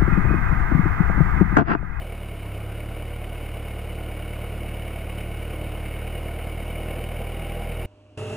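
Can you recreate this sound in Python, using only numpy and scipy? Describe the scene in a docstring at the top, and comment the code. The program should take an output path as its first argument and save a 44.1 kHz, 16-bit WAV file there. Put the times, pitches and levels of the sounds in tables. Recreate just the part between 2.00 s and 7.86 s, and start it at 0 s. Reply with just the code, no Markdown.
"""Tractor crossing a stubble field

A four-cylinder diesel carries a bale at low revs, slowly coming nearer through a light breeze.
The revs sag, recover and later creep up. Locked to the crankshaft, the exhaust thuds, the valve gear
rattles, the cylinders knock and the fan hums; now and then the bodywork clunks.
A small camera samples it all coarsely, mirroring the clatter into a thin treble sizzle."""
import sys
import numpy as np
from scipy import signal
from scipy.fft import rfft, irfft, next_fast_len
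from scipy.io import wavfile
from scipy.ndimage import map_coordinates

SR = 44100
rng = np.random.default_rng(int(sys.argv[2]) if len(sys.argv) > 2 else 0)


def inscribe(sig):
    """Save sig as 16-bit PCM at rate SR to the path in sys.argv[1].

    A 1-D sig is mono; a 2-D sig holds one channel per row.
    Samples are clipped to [-1, 1] before scaling.
    """
    pcm = np.round(np.clip(np.atleast_2d(sig).T, -1, 1) * 32767)
    wavfile.write(sys.argv[1], SR, pcm.astype(np.int16))


N = 258426

# the four unequal cylinders, in firing order: puff_db, knock_db
CYLINDER_ACCENTS = [(-2, -1.5), (-6.5, 0), (-0.5, -1.5), (-3.5, -2.5)]
PUFF_DB, KNOCK_DB = np.transpose(CYLINDER_ACCENTS)
# broad ring of the block and panels: frequency_hz, level_db
PANEL_SPECTRUM = [(90, -25), (150, -1), (200, -4), (255, -6), (320, -1.5), (390, -2.5), (470, -2),
                  (670, -2), (780, -6.5), (860, -9.5), (1100, -19), (1600, -37)]
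# broad ring of the cylinder head: frequency_hz, level_db
HEAD_SPECTRUM = [(1200, -23), (1750, -9.5), (2000, -4.5), (2250, -1), (2550, -5), (2980, -2), (3200, -12),
                 (3500, -19), (3850, -18.5), (4100, -26), (4900, -22.5), (5600, -25.5)]


def amp(db):
    """Decibels to gain."""
    return 10 ** (np.asarray(db) / 20)


def unit(x):
    """Scale to rms 1."""
    return x / np.sqrt(np.mean(x ** 2) + 1e-20)


def along(points, hz):
    """Read (frequency_hz, value) points on a log frequency axis."""
    corners_hz, values = np.transpose(points)
    return np.interp(np.log(hz + 1), np.log(corners_hz + 1), values)


def automation(points):
    """Join (time_s, value) points into one value per sample."""
    return np.interp(np.arange(N) / SR, *np.transpose(points))


def wobble(rate):
    """A smooth random curve, rate knots a second."""
    knots = rng.standard_normal(int(N * rate / SR) + 4)
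    fine = np.arange(0, len(knots) - 1, 1 / 16)
    return np.interp(np.arange(N) * rate / SR, fine, map_coordinates(knots, [fine]))


def filtered(x, response):
    """Equalise x with a response given as a function of frequency."""
    size = next_fast_len(N + SR // 2)
    return irfft(rfft(x, size) * response(np.fft.rfftfreq(size, 1 / SR)), size)[..., :N]


def coloured(x, spectrum):
    """x through a spectrum that falls away steeply outside its ends, at rms 1."""
    low, high = spectrum[0][0], spectrum[-1][0]
    roll_off = lambda hz: np.minimum(hz / low, 1) ** 2 / np.maximum(hz / high, 1) ** 4
    return unit(filtered(x, lambda hz: amp(along(spectrum, hz)) * roll_off(hz)))


def bursts(crank, cylinder_db, lead, rise, fall, scatter_db):
    """A swell and decay per firing, sized by its cylinder; lead, rise and fall are in firing intervals."""
    count = int(crank[-1]) + 4
    size = amp(np.resize(cylinder_db, count) + scatter_db * rng.standard_normal(count))
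    last, since = np.divmod(crank + lead, 1)
    last = last.astype(int)
    return size[last] * np.exp(-since / fall) + size[last + 1] * np.exp((since - 1) / rise)


def tone(crank, order, waver):
    """A partial at order times the firing rate; moving air makes it waver in level and phase."""
    angle = 2 * np.pi * order * crank
    flutter = wobble(5) * np.cos(angle) - wobble(5) * np.sin(angle)
    return unit(np.cos(angle) + waver * flutter)


def ringing(x):
    """Each resonance of the metalwork lifts its own band and rings on briefly."""
    # sharp resonances of the metalwork: centre_hz, width_hz, lift_db
    modes = [(308, 44, 2), (475, 42, 4.5), (596, 19, 4.5), (672, 33, 4.5), (780, 37, 2.5), (1096, 24, 3),
             (1271, 30, 5), (2178, 175, 4), (2830, 72, 3.5), (2960, 82, 3.5), (3750, 34, 8), (3910, 52, 3)]
    band = lambda hz, centre, width: 1j * hz * width / (centre ** 2 - hz ** 2 + 1j * hz * width)
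    response = lambda hz: 1 + sum((amp(db) - 1) * band(hz, centre, width) for centre, width, db in modes)
    return unit(filtered(x, response))


def scattered(x, wet_db, t60):
    """Bonnet, loader and cab throw back a short, dense spray of reflections."""
    t = np.arange(SR // 8) / SR
    tail = rng.standard_normal(len(t)) * amp(-60 * t / t60)
    reflections = signal.fftconvolve(x, tail / np.linalg.norm(tail))[:N]
    return unit(x + amp(wet_db) * reflections)


def fader(closest_db, growth, throttle_db):
    """A layer's gain: up by growth dB per dB of nearness, and by throttle_db per unit of throttle."""
    # coast, a burst of fuel, then cruise: time_s, throttle (-1 shut, 0 cruising, 1 open)
    throttle = [(0, -1), (.41, -1.3), (.47, 0.82), (.7, 0.87), (.85, 0)]
    closest_m, speed_m_per_s, closest_s = 12.14, 2.17, 6.42  # a straight path, still nearing at the end
    distance_m = np.hypot(closest_m, speed_m_per_s * (np.arange(N) / SR - closest_s))
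    nearness_db = 20 * np.log10(closest_m / distance_m)
    drift_db = 0.3 * wobble(5.04)  # moving air
    return amp(closest_db + growth * nearness_db + throttle_db * automation(throttle) + drift_db)


def struck(hits, spectrum, t60, attack_s=0.0019):
    """A short noise burst for each (start_s, level_db) hit rings one part of the tractor."""
    t = np.arange(SR // 4) / SR
    envelope = np.zeros(N + SR)
    for start_s, db in hits:
        envelope[round(start_s * SR):][:len(t)] += amp(db - 60 * t / t60) * (1 - np.exp(-t / attack_s))
    blows = envelope[:N] * rng.standard_normal(N)
    return np.std(blows) * ringing(coloured(blows, spectrum))


def breeze():
    """Air moving over the field: a steady bed of low rumble and faint hiss."""
    # colour of the breeze: frequency_hz, level_db
    air_spectrum = [(15, -15), (40, -4.5), (120, 1), (300, -14), (1000, -22), (3000, -21), (6000, -32.5)]
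    return coloured(rng.standard_normal(N), air_spectrum)


def bodywork_clunks():
    """The panels clunk dully as the tractor jolts along."""
    # jolts to the bodywork: start_s, level_db
    jolts = [(.543, -39.5), (.963, -40), (2.953, -38), (4.901, -35), (4.978, -34), (5.203, -29.5),
             (5.317, -44), (5.832, -33)]
    return struck(jolts, PANEL_SPECTRUM, t60=0.11)


def hard_knocks():
    """A few ignitions hit the cylinder head harder than the rest."""
    # hard ignitions: start_s, level_db
    ignitions = [(1.241, -42), (2.66, -43), (2.879, -41), (3.18, -35), (3.206, -39), (3.532, -38)]
    return struck(ignitions, HEAD_SPECTRUM, t60=0.061)


def fan_and_gears(crank):
    """Fan blades and timing gears hum at pitches that follow the revs."""
    # fan and gear partials: multiple of the firing rate, level_db
    whines = [(4.165, -11.5), (8.33, -11.5), (9.5, -17.5)]
    return sum(amp(db) * tone(crank + rng.random(), order, waver=0.4) for order, db in whines)


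def churn(crank, steady=1.9):
    """Rushing gas and fan air, surging a little with each firing and ringing the panels."""
    surge = steady + bursts(crank, KNOCK_DB, lead=-0.03, rise=0.12, fall=0.53, scatter_db=3.5)
    return ringing(coloured(surge * rng.standard_normal(N), PANEL_SPECTRUM))


def valve_clack(crank, steady=0.58):
    """The valve gear clacks under the rocker cover, a moment after each ignition."""
    # broad ring of the rocker cover: frequency_hz, level_db
    cover_spectrum = [(700, -10.5), (950, -0.5), (1180, -4), (1430, -0.5), (1680, -9), (2000, -18)]
    envelope = steady + bursts(crank, KNOCK_DB, lead=-0.05, rise=0.29, fall=0.22, scatter_db=1.4)
    clacks = scattered(envelope * rng.standard_normal(N), wet_db=-11, t60=0.09)
    return ringing(coloured(clacks, cover_spectrum))


def diesel_knock(crank, steady=0.24, grit_db=1.0):
    """Each ignition sets off a gritty burst that rings in the cylinder head."""
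    envelope = steady + bursts(crank, KNOCK_DB, lead=-0.0089, rise=0.26, fall=0.34, scatter_db=0.92)
    grit = envelope * amp(grit_db * wobble(500)) * rng.standard_normal(N)
    return ringing(coloured(scattered(grit, wet_db=-9, t60=0.11), HEAD_SPECTRUM))


def rattle(crank, count=48, jitter_s=0.00012, scatter_db=2.0):
    """Valves, injectors and pistons tap at the same shaft angles in every cycle and ring the panels."""
    cycle = len(CYLINDER_ACCENTS)  # firings
    angles = (np.arange(count) + rng.random(count)) * cycle / count
    pattern = rng.choice([-1, 1], count) * amp(4 * rng.standard_normal(count))
    cycle_starts = np.arange(0, crank[-1], cycle)
    timing, force = rng.standard_normal((len(cycle_starts), 2, count)).swapaxes(0, 1)
    onsets = np.interp(cycle_starts[:, None] + angles, crank, np.arange(N), left=-SR, right=2 * N)
    onsets += jitter_s * SR * timing
    sizes = pattern * amp(scatter_db * force)
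    inside = (onsets >= 0) & (onsets < N)
    taps = np.bincount(onsets[inside].astype(int), sizes[inside], N)
    return ringing(coloured(taps, PANEL_SPECTRUM))


def exhaust_drone(crank, firing_hz, db_per_hz=0.9):
    """The exhaust's overtones, each at its own phase, grow louder as the revs rise."""
    # upper exhaust partials: multiple of the firing rate, level_db
    overtones = [(9, -15), (10, -19.5), (12, -14), (13, -21), (14, -18), (15, -14.5), (16, -16), (18, -16),
                 (20, -15.5), (28, -26.5)]
    drone = sum(amp(db) * tone(crank + rng.random(), order, waver=0.4) for order, db in overtones)
    return amp(db_per_hz * (firing_hz - firing_hz.mean())) * drone


def exhaust_puffs(crank):
    """Each cylinder sends a sharp pressure pulse and a softer puff of gas up the stack."""
    pulse = bursts(crank, PUFF_DB, lead=0, rise=0.03, fall=0.038, scatter_db=-0.5)
    pulse = coloured(pulse, [(170, -16), (220, 1.5), (290, 0.5), (400, -5), (600, -20)])
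    flow = bursts(crank, PUFF_DB, lead=0.026, rise=0.19, fall=0.21, scatter_db=-0.5)
    gas = flow * rng.standard_normal(N)
    gas = coloured(gas, [(45, 0), (90, -4.5), (160, -0.5), (260, -4), (360, -15)])
    return amp(-5.5) * pulse + amp(-2) * gas


def silencer_gains(firing_hz):
    """The five lowest exhaust orders swell and fade as the revs slide them along the silencer's curve."""
    # the silencer's response at the closest point: pitch_hz, level_db
    response = [(33.5, -37.7), (40, -32.5), (67, -35), (75, -33.5), (80, -36), (104, -34.3), (110, -37.5),
                (118, -39.5), (135, -56), (158, -46.5), (183, -48.5), (198, -52)]
    # how orders one to five grow: growth (dB per dB of nearness), throttle_db
    order_growth = [(0.4, 0.3), (1.0, 0.5), (.7, 2), (2.6, 5), (0.14, 2.5)]
    return [fader(along(response, order * firing_hz), growth, throttle_db)
            for order, (growth, throttle_db) in enumerate(order_growth, 1)]


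def stack_ring(crank, fourth, fifth):
    """The exhaust stack rings on the fourth and fifth orders."""
    return fourth * tone(crank, order=4, waver=0.27) + fifth * tone(crank, order=5, waver=0.26)


def exhaust_thud(crank, first, second, third, lag=0.2, second_lag=0.25):
    """Three low orders make one deep swing after each firing; the silencer delays the second a little."""
    # unequal cylinders add a lope between the orders: multiple of the firing rate, level_db
    lope_partials = [(1.25, -25), (2.251, -22.5), (2.75, -26.5), (3.25, -25)]
    swing = (first * tone(crank - lag, order=1, waver=0.03)
             + second * tone(crank - second_lag, order=2, waver=0.04)
             + third * tone(crank - lag, order=3, waver=0.097))
    lope = first * sum(amp(db) * tone(crank, order, waver=0.45) for order, db in lope_partials)
    return lope - swing


def scene():
    """The crankshaft drives the engine's layers; the tractor is far enough away to be one point."""
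    # engine speed: time_s, firing_hz
    revs = [(0.0, 38.83), (0.51, 33.46), (0.79, 36.22), (1.36, 36.83), (1.58, 36.16), (1.91, 36.93),
            (3.26, 36.5), (3.47, 37.07), (3.96, 36.77), (4.14, 38.0), (4.43, 37.78), (4.79, 39.1),
            (5.0, 38.65), (5.56, 40.21), (5.86, 38.74)]
    # the bass leans right: frequency_hz, left_minus_right_db
    lean = [(60, -.9), (150, -.8), (400, -.4), (1200, 0)]
    firing_hz = automation(revs)
    crank = 0.25 + np.cumsum(firing_hz) / SR  # shaft position, counted in firings
    first, second, third, fourth, fifth = silencer_gains(firing_hz)
    stack = stack_ring(crank, fourth, fifth)
    puffs = amp(-9) * exhaust_puffs(crank)
    panels = amp(-5) * (rattle(crank) + churn(crank))
    hum = amp(-0.55) * (exhaust_drone(crank, firing_hz) + fan_and_gears(crank))
    valves = fader(closest_db=-49.5, growth=0.23, throttle_db=0.75) * valve_clack(crank)
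    knock = fader(closest_db=-43, growth=1.34, throttle_db=0.1) * diesel_knock(crank)
    hits = amp(1.5) * bodywork_clunks() + amp(0.5) * hard_knocks()
    thud = exhaust_thud(crank, first, second, third)
    body = fader(closest_db=-38, growth=1.0, throttle_db=0.96) * (panels + puffs + hum)
    mix = amp(-50) * breeze() + hits + valves + knock + body + stack + thud
    return filtered(mix, lambda hz: amp(np.outer([0.5, -0.5], along(lean, hz))))


def record(dry, camera_hz=12000, top_hz=15280):
    """The camera samples slowly and holds each value for four steps, mirroring sound into the treble."""
    coarse = signal.resample_poly(dry, camera_hz, SR, axis=1)
    steps = np.repeat(coarse, 4, axis=1)
    held = signal.resample_poly(steps, SR, 4 * camera_hz, axis=1)[:, :N]
    return filtered(held, lambda hz: hz < top_hz)


dry = scene()
out = record(dry)
inscribe(out)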